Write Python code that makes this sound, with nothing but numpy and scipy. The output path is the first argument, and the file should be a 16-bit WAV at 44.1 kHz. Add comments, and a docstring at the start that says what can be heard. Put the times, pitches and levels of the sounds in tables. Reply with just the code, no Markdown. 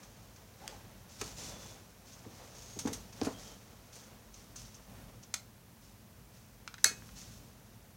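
"""A wire-grille desk fan is turned round by hand on a wooden table in a small room.
From the start, over a soft hiss of air, the grip rumbles, the stand drags, skin and sleeve brush
the guard and its wires clack. Soon the skin squeals thinly and the stand bumps on the table top.
Near the end the fingers turn the rotary switch: it ticks, snaps over and sets the steel ringing,
and a faint hum sets in."""
import sys
import numpy as np
from scipy import signal
from scipy.fft import rfft, irfft, next_fast_len
from scipy.io import wavfile

SR = 44100
rng = np.random.default_rng(int(sys.argv[2]) if len(sys.argv) > 2 else 0)


def transcribe(signal):
    """Save signal, clipped to [-1, 1], as a 16-bit WAV file at the path in sys.argv[1]."""
    frames = np.atleast_2d(signal).T
    limited = np.clip(frames, -1, 1)
    pcm = np.round(limited * 32767).astype(np.int16)
    wavfile.write(sys.argv[1], SR, pcm)


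N = 351388
TIME = np.arange(N) / SR
HIT = TIME[:SR // 2]   # half a second: the clock for one blow


def from_db(db):
    """Turn decibels into a factor to multiply by."""
    return 10 ** (np.asarray(db) / 20)


def rms_one(x):
    """Scale a signal so that its average strength (rms) is 1."""
    return x / np.sqrt(np.mean(x ** 2) + 1e-20)


def at_hz(points, hz):
    """Read between the rows of a table, with frequency spaced in octaves."""
    f, value = np.transpose(points)
    return np.interp(np.log(np.maximum(hz, 1)), np.log(f), value)


def add(out, s, sound):
    """Mix a sound in at s seconds."""
    i = int(round(s * SR))
    out[i:i + len(sound)] += sound[:len(out) - i]


def band(x, hz, kind, order=2):
    """Keep the lows, the highs or a band in between."""
    sos = signal.butter(order, np.clip(hz, 10, SR / 2 - 100), kind, fs=SR, output="sos")
    return signal.sosfilt(sos, x)


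def colour(x, spectrum):
    """Give a noise a tone colour (its balance of low and high), at strength 1."""
    size = next_fast_len(len(x))
    gain = from_db(at_hz(spectrum, np.arange(size // 2 + 1) * SR / size))
    return rms_one(irfft(rfft(x, size) * gain, size)[:len(x)])


def drift(rate):
    """A random wander of strength 1 that turns about rate times a second."""
    knots = rng.standard_normal(4000)
    return rms_one(np.interp(TIME * rate, np.arange(len(knots)), knots))


def friction(size, grain_db):
    """Rubbing is countless tiny slips of uneven strength."""
    return rng.standard_normal(size) * from_db(grain_db * rng.standard_normal(size))


def moves(rows, attack_s, release_s, rest_db):
    """Loudness of hand moves over a resting level: each swells, holds and dies away."""
    power = from_db(rest_db) ** 2 + np.zeros(N)
    t = TIME[:2 * SR]
    for s, length_s, db in rows:
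        swell = 1 - np.exp(-t / attack_s)
        fade = np.exp(-np.maximum(t - length_s, 0) / release_s)
        add(power, s, (from_db(db) * swell * fade) ** 2)
    return np.sqrt(power)


# tone colour of the room's air: f/Hz, relative level/dB
AIR_COLOUR = [(15, -35), (25, -8), (119, 1), (156, -8), (215, -1), (274, -11.5), (378, -12), (722, -15.5),
              (826, -15), (2230, -21), (3930, -25), (5880, -24.5), (7910, -26), (15500, -23.5)]
def air():
    """Still room air is a soft, steady noise."""
    return from_db(-60) * colour(rng.standard_normal(N), AIR_COLOUR)


# the hand's light touch between moves: t/s, relative level/dB
LIGHT_TOUCH = [(0, -63.5), (.45, -67), (2.0, -66.5), (3.7, -65.5), (4.2, -68), (5.0, -67), (5.5, -73.5),
               (6.6, -71.5), (7.5, -68.5), (7.97, -72.5)]
def touch_db():
    """The resting hand keeps rubbing a little: its level at every moment."""
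    return np.interp(TIME, *np.transpose(LIGHT_TOUCH))


# tone colour of the rumbling grip: f/Hz, relative level/dB
GRIP_COLOUR = [(25, -24), (36, -11), (47, 4.5), (75, -8), (110, 2), (140, -6), (200, -3.5), (270, -11),
               (400, -26.5), (800, -33.5)]
# tone colour of the dragging stand: f/Hz, relative level/dB
DRAG_COLOUR = [(150, -7), (300, -2.5), (520, 2.5), (800, -1.5), (1200, -6), (2000, -9.5), (4000, -15),
               (9000, -37)]
# shoves that shift the fan: t/s, length/s, relative drag level/dB, relative rumble level/dB
FAN_SHOVES = [(0.587, .19, -57, -58), (0.823, .13, -67, -59), (1.16, 0.13, -58.5, -52.5),
              (1.35, 0.18, -54.5, -53), (1.578, 0.19, -61.5, -59), (2.09, 0.25, -63, -62),
              (2.35, .09, -58, -63), (2.54, 0.099, -63, -58), (2.763, 0.24, -59.5, -51),
              (3.13, 0.3, -58, -54.5), (3.91, 0.24, -64, -82), (4.405, .24, -75, -57),
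              (4.86, 0.17, -60.5, -52.5), (6.12, .25, -74, -63), (6.86, .55, -69.5, -54.5)]
def shoves():
    """Shoving the fan makes the grip rumble and the stand drag over the table."""
    rows = np.array(FAN_SHOVES)
    attack_s, release_s = 0.024, 0.14
    drag = moves(rows[:, [0, 1, 2]], attack_s, release_s, rest_db=touch_db() + 2)
    grip = moves(rows[:, [0, 1, 3]], attack_s, release_s, rest_db=-59.5)
    rumble = from_db(-1) * grip * colour(rng.standard_normal(N), GRIP_COLOUR)
    flicker = from_db(-0.1 + 1.4 * drift(60))
    return rumble + flicker * drag * colour(friction(N, grain_db=4), DRAG_COLOUR)


# pitches at which the guard's wires ring: f/Hz, width/Hz, relative level/dB
WIRE_TONES = [(1413, 120, -1), (2510, 220, -3.5), (3600, 51, -17), (4060, 130, -19.5), (4500, 130, -2),
              (5470, 240, -3), (5990, 210, -0.5), (6350, 160, -1), (7400, 240, -6.5), (8800, 540, -7.5)]
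def wires(scrape, ring_db):
    """A scrape plus the ringing that it stirs up in the wires."""
    rings = sum(from_db(db) * signal.lfilter(*signal.iirpeak(hz, hz / width_hz, fs=SR), scrape + 1e-18)
                for hz, width_hz, db in WIRE_TONES)
    return scrape + from_db(ring_db) * rings


# tone colour of the brushing: f/Hz, relative level/dB
BRUSH_COLOUR = [(700, -8.5), (1500, -9), (2500, -7), (3400, -4), (4700, -2.5), (5600, 0.5), (6650, 0),
                (8000, -7), (10500, -12), (15500, -21)]
# strokes over the guard: t/s, length/s, relative level/dB
HAND_STROKES = [(0.56, 0.099, -64), (0.69, 0.052, -61), (1.08, 0.14, -57), (1.185, 0.09, -49.5),
                (1.365, 0.11, -47.5), (1.58, .11, -54.5), (2.05, 0.11, -59), (2.29, 0.25, -61),
                (2.54, 0.43, -56), (3.15, 0.17, -57.5), (3.37, .11, -54.5), (3.92, 0.028, -53),
                (4.33, .06, -60), (4.56, 0.051, -54), (5.81, 0.031, -62.5), (6.33, 0.029, -63.5),
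                (6.78, 0.34, -63), (7.15, 0.063, -52), (7.3, 0.06, -61)]
def brushing():
    """Skin and sleeve rub over the guard, and its wires ring along."""
    strokes = moves(HAND_STROKES, attack_s=0.011, release_s=0.098, rest_db=touch_db())
    rubbing = colour(friction(N, grain_db=5), BRUSH_COLOUR)
    flicker = from_db(-1 + 0.84 * drift(90))
    return flicker * strokes * rms_one(wires(rubbing, ring_db=-7))


# tone colour of a clack: f/Hz, relative level/dB
CLACK_COLOUR = [(350, -39), (700, -14.5), (1150, -5.5), (1700, -9), (3000, -7), (3900, -6), (4700, -6),
                (5500, -3.5), (6600, -1), (7600, -5.5), (10000, -9.5), (15500, -21)]
# clacks of hard parts on the fan: t/s, level/dB, rise/ms, decay/ms, body (gain below 1800 Hz)/dB, top (gain
# above 9500 Hz)/dB, favoured f/Hz
GUARD_CLACKS = [(0.029, -53.5, 2.8, 13, 6, -1, 6000), (0.358, -56.5, 5, 14, 6, -12, 5600),
                (0.6781, -29, 0.81, 0.61, 0.5, 0, 4700), (1.2118, -32, 2.6, 4.5, 8.5, -3, 2600),
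                (2.13, -52, 3.3, 8, -10, -8, 6000), (2.789, -35.5, 0.66, 14, -1, 1, 6000),
                (2.858, -43, 1.3, 5, 4, -9, 6400), (2.873, -38.5, 1.6, 7.4, 0, -5, 1200),
                (2.9284, -36.5, 3.2, 12, -2, 0.5, 6200), (3.124, -51, 4.4, 12, 4, -4, 6000),
                (3.2142, -32.5, 0.39, 1.7, -2, -17, 6900), (3.232, -42, 1.5, 5.4, -3, -1, 5600),
                (3.247, -40, 1.2, 19, 6, -0.5, 4600), (3.954, -52, 3, 11, -9, 3, 6200),
                (4.34, -48.5, 2, 7, -11, -9, 6300), (4.557, -44.5, 3, 16, -2.5, -1.5, 6000),
                (4.74, -53, 5, 21, -7, -4, 6000), (5.225, -52.5, 12, 8, -2, -8, 5670),
                (5.3393, -25.5, 2.5, 3.3, 0.5, -2, 3930), (6.844, -29, 2.7, 24, 3, 3, 6500)]
def clacks():
    """Each clack is a brief, grainy knock of hard parts, and the guard's wires ring along."""
    out, ms = np.zeros(N), HIT * 1000
    for s, db, rise_ms, decay_ms, body_db, top_db, favoured_hz in GUARD_CLACKS:
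        swell = np.minimum(ms / rise_ms, 1) * np.exp(-np.maximum(ms - rise_ms, 0) / decay_ms)
        tilt = [(1800, body_db), (3500, 0), (6800, 0), (9500, top_db)]
        spectrum = [(hz, level + at_hz(tilt, hz)) for hz, level in CLACK_COLOUR]
        chatter = colour(friction(len(HIT), grain_db=3.5), spectrum) * swell
        # the spot that is hit brings out a band round one pitch
        favoured = signal.lfilter(*signal.iirpeak(favoured_hz, Q=7.2, fs=SR), chatter + 1e-18)
        clack = wires(chatter + from_db(-2) * favoured, ring_db=-5.5)
        add(out, s, clack * from_db(db) * np.linalg.norm(swell) / np.linalg.norm(clack))
    return out + from_db(-10.5) * room(out)


# how long the room echoes: f/Hz, time to fade by 60 dB/s
ECHO_TIMES = [(150, 0.19), (600, 0.29), (2000, 0.27), (6000, 0.22), (14000, 0.17)]
def room(x, build_s=0.0042):
    """Echoes from near walls blur together; the highest ones die first."""
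    edges_hz = np.geomspace(60, 17000, 10)
    tail = np.zeros(len(HIT))
    for low, high in zip(edges_hz, edges_hz[1:]):
        fade = np.exp(-np.log(1000) * HIT / at_hz(ECHO_TIMES, np.sqrt(low * high)))
        tail += band(rng.standard_normal(len(HIT)), [low, high], "band") * fade
    tail *= 1 - np.exp(-(HIT / build_s) ** 2)
    return signal.fftconvolve(x, tail / np.linalg.norm(tail))[:N]


# squeals of skin: t/s, length/s, f/Hz, pitch slide as a share of f, width/Hz, level/dB
SKIN_SQUEALS = [(0.61, 0.064, 806, -0.0046, 148, -55.5), (0.708, 0.054, 825, -0.0058, 150, -56),
                (1.33, 0.18, 7150, 0, 450, -59), (1.369, 0.41, 3460, 0, 130, -65.5),
                (2.543, 0.47, 6540, 0, 181.6, -59.5), (3.327, 0.066, 3200, 0.0076, 303, -60),
                (3.438, 0.136, 3200, -0.035, 305, -64), (4.568, .15, 5940, -0.0027, 248, -67)]
def squeals():
    """Skin sticks and slips, making thin, unsteady tones that swell and fade."""
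    out = np.zeros(N)
    for s, length_s, hz, slide, width_hz, db in SKIN_SQUEALS:
        progress = np.linspace(0, 1, int(length_s * SR))
        cycles = np.cumsum(hz * (1 + slide * progress)) / SR
        waver = (drift(width_hz) + 1j * drift(width_hz))[:len(progress)]   # shakes level and pitch
        swell = np.sqrt(np.abs(np.sin(np.pi * progress)))
        add(out, s, from_db(db) * swell * np.real(waver * np.exp(2j * np.pi * cycles)))
    return out


def struck(tones, extra_db):
    """A struck object rings with its own fading tones; every second one starts upside down."""
    hz, db, fade_s = np.transpose(tones)
    gain = from_db(db + extra_db) * (-1) ** np.arange(len(db))
    fades = np.exp(-np.log(1000) * HIT / fade_s[:, None])
    return gain @ (fades * np.sin(2 * np.pi * hz[:, None] * HIT))


def blows(rows, tones, favour_db, crunch_db, crunch_s):
    """Each blow is a ring plus a short crunch of the surfaces; a softer contact dulls both."""
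    out, hz = np.zeros(N), np.array(tones)[:, 0]
    for s, db, cutoff_hz, favoured_hz in rows:
        # the spot that is hit brings out the tones near one pitch
        near = np.exp(-(np.log2(hz / favoured_hz) / 0.12) ** 2)
        ring = struck(tones, favour_db * near + rng.standard_normal(len(hz)))
        noise = band(rng.standard_normal(len(HIT)), 0.83 * hz[0], "high", order=3)
        crunch = from_db(crunch_db) * noise * np.exp(-HIT / crunch_s)
        blow = band(ring / np.abs(ring).max() + crunch, cutoff_hz, "low")
        add(out, s, from_db(db) * blow / np.abs(blow).max())
    return out


# tones of the table top and stand: f/Hz, relative level/dB, time to fade by 60 dB/s
TABLE_TONES = [(96, -11.5, 0.13), (156, -19, 0.12), (204, -7, 0.11), (272, -2.5, 0.049), (316, -7, 0.096),
               (418, -4, 0.044), (499, -5, 0.055), (638, -21, 0.2), (821, -9, 0.047), (1172, -21, 0.057),
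               (1590, -16.5, 0.056), (2210, -7, 0.033)]
# the stand bumping on the table: t/s, peak level/dB, dulled above f/Hz, favoured f/Hz
STAND_BUMPS = [(1.2151, -34, 800, 410), (2.2615, -39.5, 350, 230), (2.763, -36.5, 450, 380),
               (2.8526, -24, 397, 266), (2.8711, -28, 1110, 857), (2.914, -36, 600, 215),
               (3.2148, -22.5, 664, 290.4), (3.2691, -23.5, 900, 264), (6.852, -38, 800, 650),
               (6.91, -46, 650, 447)]
def bumps():
    """Padded feet thud on the table top; the second lands later, weaker and duller."""
    second_foot = [(s + 0.012, db - 11.5, cutoff_hz * 0.72, favoured_hz)
                   for s, db, cutoff_hz, favoured_hz in STAND_BUMPS]
    thuds = blows(STAND_BUMPS + second_foot, TABLE_TONES, favour_db=11, crunch_db=1, crunch_s=0.02)
    return thuds + from_db(-10.5) * room(thuds)


# tones of the plastic switch case: f/Hz, relative level/dB, time to fade by 60 dB/s
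CASE_TONES = [(1410, -11.5, 0.011), (1690, -10, 0.011), (2020, -13.5, .01), (3180, -8.5, 0.0043),
              (3910, -2.5, 0.014), (5190, 3.5, 0.006), (6150, 3, .01), (6770, 2.5, 0.01),
              (7750, 0.5, 0.011), (8840, 0.5, .007), (10200, 1, 0.0065), (11940, 0, .004),
              (14800, -7, .003)]
# the switch riding over its notch: t/s, relative level/dB, dulled above f/Hz, favoured f/Hz
SWITCH_TICKS = [(6.6767, -26.5, 3360, 1440), (6.7412, -31.5, 3200, 1400), (6.7815, -40.5, 3000, 1700),
                (6.7853, -44, 1500, 1700), (7.021, -46, 1400, 1700), (7.090, -45, 2290, 1400)]
# the spring lets go, the contact slams home, the knob hits its stop:
# t/s, relative level/dB, dulled above f/Hz, favoured f/Hz
SWITCH_SNAP = [(6.842, -11.5, 12000, 10300), (6.843, -8.5, 9000, 6120), (6.844, -2.5, 14500, 7660),
               (6.8450, -13.5, 1920, 1680)]
def switch():
    """The turning switch knocks on its case: soft ticks and one hard snap."""
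    ticks = blows(SWITCH_TICKS, CASE_TONES, favour_db=9, crunch_db=-13.5, crunch_s=0.0052)
    snap = blows(SWITCH_SNAP, CASE_TONES, favour_db=5.5, crunch_db=-18.5, crunch_s=0.0021)
    clicks = band(ticks + snap, 530, "high")   # only the clicks' upper range is kept; their bass is removed
    return clicks + from_db(-13.5) * room(clicks)


# tones of the fan's hum: f/Hz, level/dB
HUM_TONES = [(108, -68), (216, -80)]
def hum():
    """A faint, wavering hum fades in once the switch has closed."""
    fade_in = np.clip((TIME - SWITCH_SNAP[0][0]) / 0.05, 0, 1)
    out = np.zeros(N)
    for hz, db in HUM_TONES:
        height = np.sqrt(2) * from_db(db + 1.9 * drift(6))
        out += height * np.sin(2 * np.pi * hz * TIME + 0.77 * drift(5))
    return fade_in * out


# tones of the steel wires and spring: f/Hz, relative level/dB, time to fade by 60 dB/s
STEEL_TONES = [(1350, -12.5, 0.16), (2192, -11.5, 0.23), (2474, -18.5, 0.27), (2554, -17.5, .38),
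               (4310, -9, .14), (4340, 3, 0.15), (4870, -15, .2), (5070, -20, .2), (6057, -18, 0.21),
               (6350, -8, .23), (6360, -12, 0.15), (7700, -15, .15), (7768, -12, .11), (8592, -22, .16),
               (10240, -19, .15)]
def steel_ring(spread_s=0.007):
    """The snap's last blow sets the steel ringing; it takes a moment to spread into the guard."""
    out = np.zeros(N)
    swell = 1 - np.exp(-HIT / spread_s)
    add(out, SWITCH_SNAP[-1][0], from_db(-26) * swell * struck(STEEL_TONES, extra_db=0))
    return out


def scene():
    """All the sounds meet at one microphone."""
    handling = shoves() + brushing() + clacks() + squeals() + bumps()
    return (air() + handling + switch() + hum() + steel_ring())[None]


def record(dry):
    """The microphone drops the deepest bass, and the highest treble is cut."""
    bass_cut_hz, treble_cut_hz = 39, 15900
    thinned = band(dry, bass_cut_hz, "high", order=12)
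    return signal.sosfilt(signal.ellip(10, .1, 80, treble_cut_hz, fs=SR, output="sos"), thinned)


dry = scene()
out = record(dry)
transcribe(out)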